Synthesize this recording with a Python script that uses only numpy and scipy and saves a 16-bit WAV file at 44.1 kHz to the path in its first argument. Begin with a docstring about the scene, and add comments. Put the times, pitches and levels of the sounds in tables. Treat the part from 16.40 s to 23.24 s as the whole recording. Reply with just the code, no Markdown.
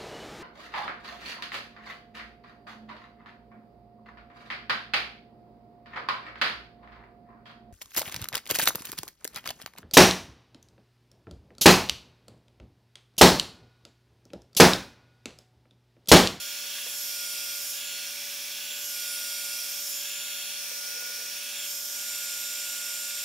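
"""A fan whines and air rushes as an electric heat gun is swung around a cable splice on a workbench.
The whine is a stack of sines on the blade tone; the rush is shaped noise from the barrel, and its
colour changes as the gun turns. Steady workshop hums, made of wavering sines, and a low noise floor
lie underneath. The harness knocks softly in its clamps as short rings and drags as narrow noise."""
import sys
import numpy as np
from scipy import signal
from scipy.fft import rfft, irfft, next_fast_len
from scipy.io import wavfile
from scipy.ndimage import uniform_filter1d

SR = 44100
rng = np.random.default_rng(int(sys.argv[2]) if len(sys.argv) > 2 else 0)


def persist_wave(psi):
    """Save psi, clipped to +-1, as 16-bit WAV."""
    counts = np.round(np.clip(psi, -1, 1) * 32767).astype(np.int16)
    wavfile.write(sys.argv[1], SR, np.atleast_2d(counts).T)


def ratio_of_db(decibels):
    """Turn decibels (scalar or array-like) into linear amplitude factors; 0 dB maps to 1."""
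    return 10 ** (np.asarray(decibels, float) / 20)


N = 301644  # length in samples
T = np.arange(N) / SR  # time in seconds
SIZE = next_fast_len(N)
F = np.arange(SIZE // 2 + 1) * SR / SIZE  # frequencies of the spectrum in Hz

# The ringing modes of the clamp. Each row: frequency in Hz, level in dB added to that of the knock,
# time to fade by 60 dB in seconds.
CLAMP = [(410, -9, .05), (490, 0, .07), (650, -1, .06), (980, -4, .05)]
# The swing of the gun. Each row: time in seconds, tilt (0 behind the cable, 1 side-on, 2 tipping down,
# 3 or more nozzle down), level of the rush in dB.
SWING = [(0, 0.6, -1.1), (.13, .5, -.4), (.26, 0.5, -1.3), (.39, 1, 0.65), (.52, 1.4, -1.2),
         (.65, 2.5, 0.3), (.78, 3, -0.38), (1.06, 3, -0.39), (1.3, 2.05, 0), (1.43, 1, -0.63),
         (1.7, 0.26, -0.51), (2.09, 0.36, -.6), (2.22, 0.96, -1), (2.35, 1, -.9), (2.64, 3.5, -.1),
         (3.14, 3, -0.4), (3.5, 2, .3), (3.76, 1, -.5), (4.04, 1, -1), (4.16, 0.6, -1.6), (4.28, 0, -.6),
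         (4.85, 0, -.5), (5.07, 0.56, -.7), (5.2, 1, -0.54), (5.31, 2, -.7), (5.47, 2, -.8),
         (5.72, 3, -0.034), (5.98, 3, 0.065), (6.84, 3, -.2)]


def curve(points):
    """Joins (Hz, value) points with straight lines on a log-frequency axis."""
    hz, value = np.transpose(points)
    return np.interp(np.log(F + 1), np.log(hz), value)


def noise(density):
    """Random noise whose spectrum follows the given power per Hz (two-sided)."""
    white = rfft(rng.standard_normal(SIZE))
    return irfft(white * np.sqrt(density * SR), SIZE)[:N]


def walk(rate):
    """A slow random wander: levels held for 1 / rate seconds, smoothed twice, with a spread near 1."""
    hold = int(SR / rate)
    steps = np.repeat(rng.standard_normal(N // hold + 1), hold)
    smooth = uniform_filter1d(uniform_filter1d(steps, hold), hold)
    return 1.284 * smooth[:N]  # makes up for the spread lost in smoothing


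def tone(phase, db):
    """A sine of the given rms level in dB, from a random starting point."""
    return np.sqrt(2) * ratio_of_db(db) * np.sin(phase + 2 * np.pi * rng.random())


def scatter(echo_db, decay_s):
    """Ripple in power, about 1 on average, left by a short spray of echoes off bench, hands and clamps."""
    t = T[:SR // 50]
    spray = rng.standard_normal(len(t)) * np.exp(-t / decay_s)
    unit_spray = spray / np.sqrt(np.sum(spray ** 2))
    echoes = ratio_of_db(echo_db) * rfft(unit_spray, SIZE)
    return abs(1 + echoes) ** 2 / (1 + ratio_of_db(echo_db) ** 2)


def poses():
    """Power share of each pose: behind the cable, side-on, tipping down, down high, down close."""
    close_from_s = 5.0  # from here the nozzle comes down close to the splice
    s, tilt, _ = np.transpose(SWING)
    tilt_now = np.clip(np.interp(T, s, tilt), 0, 3)
    # neighbouring poses blend into each other
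    shares = np.clip(1 - abs(tilt_now - np.arange(4)[:, None]), 0, 1)
    behind, side_on, tipping, down = shares
    close = T > close_from_s
    return np.array([behind, side_on, tipping, down * ~close, down * close])


def hums():
    """Steady machine hums: sines that waver a little in pitch and level."""
    # Each row: frequency in Hz, rms level in dB, both before wavering.
    hum_tones = [(242.2, -69), (473.7, -74), (576.0, -60), (1152, -68)]
    total = 0
    for hz, db in hum_tones:
        phase = 2 * np.pi * np.cumsum(hz + 0.5 * walk(2.975)) / SR
        total = total + tone(phase, db + 0.55 * walk(6))
    return total


def shop_floor():
    """Low workshop noise that reaches both sides alike."""
    # Each row: frequency in Hz, power in dB per Hz.
    floor_points = [(20, -102), (200, -102), (330, -100), (450, -98), (700, -94), (900, -91.5),
                    (1050, -97.5), (1300, -92), (2000, -110)]
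    return noise(ratio_of_db(curve(floor_points)) ** 2)


def shop_floor_wide():
    """The part of the low workshop noise that differs between left and right."""
    # Each row: frequency in Hz, power in dB per Hz.
    wide_points = [(20, -106), (300, -107), (950, -109), (1400, -116), (2000, -125)]
    return noise(ratio_of_db(curve(wide_points)) ** 2)


def knocks():
    """Each nudge rings the clamp with its own mix of fading modes, with a small plastic click on top."""
    # Harness in its clamps. Each row: start in seconds, base level of the clamp modes in dB,
    # base level of the click modes in dB.
    nudges = [(.250, -52, -50), (.356, -70, -47), (.381, -70, -33), (.463, -43, -36), (2.313, -53, -60),
              (4.312, -46, -48), (4.620, -46, -60), (4.665, -52, -62), (4.697, -50, -62), (4.812, -52, -62)]
    # Modes of the click. Each row: frequency in Hz, level in dB added to that of the click,
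    # time to fade by 60 dB in seconds.
    click_modes = [(1150, -9, .03), (1650, -2, .03), (1830, 0, .03), (2050, -1, .025)]
    out = np.zeros(N + SR)
    t = T[:SR // 4]
    soft_contact = 1 - np.exp(-t / 0.0015)
    mix = rng.standard_normal((len(nudges), len(CLAMP) + len(click_modes)))
    for (s, db, click_db), chance in zip(nudges, mix):
        modes = [(hz, db + gain, t60) for hz, gain, t60 in CLAMP]
        modes += [(hz, click_db + gain, t60) for hz, gain, t60 in click_modes]
        ring = 0
        for (hz, level, t60), c in zip(modes, chance):
            fade = 1000 ** (-t / t60)
            ring = ring + ratio_of_db(level + 1.2 * c) * np.sin(2 * np.pi * hz * t) * fade
        i = int(s * SR)
        out[i:i + len(t)] += ring * soft_contact
    return out[:N]


def rub():
    """The cable drags in its clamp: uneven friction keeps the clamp's main mode ringing."""
    # Cable drags. 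Each row: start in seconds, length in seconds, rms level in dB before it flickers.
    drags = [(4.32, .22, -66), (4.55, .18, -63), (4.78, .09, -62)]
    edge_s = 0.046  # fade time, centred on each end of a drag
    shape = 0
    for s, length, db in drags:
        inside = np.minimum(T - s, s + length - T)
        shape = shape + ratio_of_db(db) * np.clip(inside / edge_s + 0.5, 0, 1)
    hz, _, t60 = CLAMP[1]
    # the longer a mode rings, the narrower its peak
    detune = (F - hz) * np.pi * t60 / np.log(1000)
    drag = noise(1 / (1 + detune ** 2) ** 2)
    return drag / drag.std() * shape * ratio_of_db(2 * walk(40))


def wall_rush():
    """Rush off the walls: drifting layers, each with its own ripple, fading slowly in and out at random."""
    # What reaches left and right unalike. Each row: frequency in Hz,
    # power in dB per Hz before the layers ripple and fade.
    wall_points = [(1300, -125), (2400, -112), (3200, -88.5), (4200, -88.5), (5900, -82.5), (7500, -91.5),
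                   (9200, -89.5), (10300, -89.5), (16000, -91)]
    total = 0
    for _ in range(3):
        fade = ratio_of_db(2.1 * walk(1.48) - 4.5)
        ripple = scatter(echo_db=1, decay_s=0.0026)
        total = total + fade * noise(ratio_of_db(curve(wall_points)) ** 2 * ripple)
    return total


def air(echo_db, decay_s):
    """Turbulent jet plus barrel resonances; each pose gives another mix of them and other echoes."""
    # Barrel and vent resonances. Each row: frequency in Hz, width in Hz (where power is a quarter),
    # then peak power in dB per Hz with the nozzle down high, down close, behind the cable,
    # side-on and tipping down, all before echoes and the level of the rush.
    barrel = [(1636, 243, -85, -81.5, -81, -82, -82), (2390, 645, -77, -79, -77, -77.5, -83),
              (2723, 260, -79, -77.5, -83, -74.5, -84), (3343, 490, -73.5, -74.5, -79.5, -69.5, -78),
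              (3760, 1030, -82, -80.5, -82.5, -86, -83), (4660, 870, -81, -80.5, -85, -82.0, -89),
              (5270, 580, -72, -75, -74.5, -79.5, -72.5), (5684, 540, -72.5, -72.5, -74, -76.5, -71.5),
              (6485, 580, -98.5, -89, -78, -80, -73.5), (7240, 1100, -83, -76, -88, -82.5, -80.5),
              (8310, 1400, -80, -78.5, -86.5, -97, -81.5), (9170, 730, -78.5, -82, -102, -100, -95),
              (10270, 660, -80.5, -80, -83, -77.5, -79), (11380, 1060, -84, -83, -87, -86.5, -82),
              (12680, 500, -72, -73.5, -80, -82, -72.5), (13700, 790, -82.0, -80, -82, -86, -78),
              (14900, 910, -82, -85, -84, -82, -79.0)]
    # The jet itself. Each row: frequency in Hz, power in dB per Hz before echoes and rush level.
    jet = [(900, -110), (1300, -104), (1900, -93.5), (2500, -86), (6000, -82.5), (9000, -87),
           (16000, -86.5)]
    hz, width, high, close, behind, side_on, tipping = np.transpose(barrel)
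    shapes = 1 / (1 + (2 * (F[:, None] - hz) / width) ** 2) ** 2
    out = 0
    for share, db in zip(poses(), (behind, side_on, tipping, high, close)):
        power = ratio_of_db(curve(jet)) ** 2 + shapes @ ratio_of_db(db) ** 2
        rush = noise(power * scatter(echo_db, decay_s))
        out = out + np.sqrt(share) * rush
    s, _, rush_db = np.transpose(SWING)
    return ratio_of_db(np.interp(T, s, rush_db)) * out


def lobes(multiple):
    """An overtone's lobe sweeps past the microphone: power of its brief swells, each a smooth hump."""
    # Each row: multiple of the blade tone, middle in seconds, length in seconds, level in dB.
    swells = [(3, .13, .4, -50), (3, .55, .2, -54), (3, 1.57, .2, -47), (3, 2.2, .2, -53),
              (3, 4.0, .4, -51), (8, .65, .15, -46), (8, 1.95, .2, -49), (8, 2.47, .15, -45),
              (8, 3.9, .2, -50), (10, .55, .25, -52), (10, 2.36, .3, -49), (10, 3.42, .3, -52)]
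    power = 0
    for k, s, length, db in swells:
        if round(k) == multiple:
            power = power + ratio_of_db(db) ** 2 * np.exp(-(2 * (T - s) / length) ** 2)
    return power


def fan(flicker_db, wall_db):
    """Blade tone and multiples, heard directly and again off the walls; the speed shivers slightly."""
    # Fan speed. Each row: time in seconds, blade tone in Hz before it shivers.
    speed = [(0, 1423), (.13, 1429), (.4, 1458), (.65, 1432), (.9, 1425), (1.43, 1426), (1.69, 1445),
             (1.95, 1466), (2.24, 1474), (2.55, 1439), (2.9, 1430), (3.64, 1426), (4.02, 1431),
             (4.18, 1446), (4.42, 1437), (4.75, 1445), (4.96, 1442), (5.08, 1452), (5.4, 1432),
             (5.75, 1427), (6.84, 1428)]
    # Blade tone. Each row: time in seconds, level in dB before flicker.
    blade = [(0, -51.5), (.39, -57), (.65, -55), (.8, -50), (1.17, -52.5), (1.33, -59), (1.55, -52),
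             (1.97, -61), (2.3, -55), (2.47, -55), (2.6, -48), (3.14, -48.5), (3.6, -62), (3.85, -52),
             (4.27, -56.5), (4.42, -50.5), (4.69, -45.5), (4.94, -55), (5.4, -56), (5.72, -49.5),
             (6.65, -48.5), (6.84, -51)]
    # The two loudest whistles. Each row: time in seconds, level of the fifth multiple in dB,
    # level of the seventh in dB, both before flicker.
    whistles = [(0, -50, -44), (.13, -47, -60), (.36, -65, -57), (.5, -45, -47), (.78, -52, -48),
                (.92, -45, -43), (1.1, -55, -56), (1.3, -47, -45.5), (1.43, -41.5, -54), (1.6, -52, -54),
                (1.9, -62, -64), (2.2, -58, -58), (2.33, -44, -58), (2.6, -49, -49), (2.73, -45, -43),
                (2.9, -48.5, -49), (3.14, -45, -44.5), (3.27, -57, -47), (3.38, -53, -59),
                (3.5, -45, -43.5), (3.64, -44, -58), (3.8, -41.5, -51), (4.03, -50, -49), (4.3, -66, -58),
                (4.45, -65, -50), (4.7, -72, -72), (5.07, -66, -52), (5.18, -42, -58), (5.46, -50, -62),
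                (5.72, -42.5, -56), (6.2, -46, -68), (6.84, -47, -61)]
    # Overtones that beam out of the vents. Each row: multiple, then level in dB behind the cable, side-on,
    # tipping down, down high and down close, before wander, swells and flicker.
    beamed = [(3, -61, -60, -66, -64, -63), (8, -58, -58, -59, -56, -69), (10, -68, -64, -57, -63, -59)]
    # Overtones whose level wanders slowly around a fixed value. Each row: multiple,
    # that value in dB before wander and flicker.
    wandering = [(2, -63.5), (4, -69), (6, -57), (9, -56)]
    blade_hz = np.interp(T, *np.transpose(speed)) + 0.784 * walk(14)
    phase = 2 * np.pi * np.cumsum(blade_hz) / SR
    at, fifth_db, seventh_db = np.transpose(whistles)
    voices = [(1, np.interp(T, *np.transpose(blade)))]
    voices += [(5, np.interp(T, at, fifth_db)), (7, np.interp(T, at, seventh_db))]
    for k, *db in beamed:
        beam_db = np.array(db) @ poses() + 3 * walk(7)
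        power = ratio_of_db(beam_db) ** 2 + lobes(round(k))
        voices.append((round(k), 10 * np.log10(power)))
    voices += [(round(k), db + 4.8 * walk(3.1)) for k, db in wandering]
    near, far = 0, 0
    for k, db in voices:
        # shorter waves flicker more in the turbulent air
        near = near + tone(k * phase, db + flicker_db * np.sqrt(k) * walk(18))
        # only multiples above the second are spread to the sides
        if k > 2:
            far = far + tone(k * phase, np.mean(db) + wall_db + 2.6 * walk(4.93))
    return near, far


def scene():
    """Everything near is central, its treble leaning right; the walls spread the rest."""
    # Lean of the central sound. Each row: frequency in Hz, left minus right in dB.
    lean_points = [(2400, 0), (4400, -2), (8000, -2.5), (16000, -4.5)]
    near, far = fan(flicker_db=0.71, wall_db=-6.0)
    rush = air(echo_db=-11.0, decay_s=0.0062)
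    mid = near + rush + hums() + knocks() + rub() + shop_floor()
    side = far + wall_rush() + shop_floor_wide()
    lean = ratio_of_db(curve(lean_points))
    # a filtered copy of the middle in the side signal tilts left against right
    side = side + irfft(rfft(mid, SIZE) * (lean - 1) / (lean + 1), SIZE)[:N]
    return np.array([mid + side, mid - side])


def top_cut(x):
    """Nothing passes above the cut-off."""
    return signal.sosfilt(signal.butter(12, 16790, fs=SR, output="sos"), x)


def record(dry):
    """Cuts the top of the spectrum steeply, as a sharp low-pass filter does."""
    top_hz = 15730
    low_pass = signal.ellip(12, 0.2, 70, top_hz, fs=SR, output="sos")  # 0.2 dB ripple, 70 dB down
    mix = signal.sosfilt(low_pass, dry)
    return top_cut(mix)


dry = scene()
out = record(dry)
persist_wave(out)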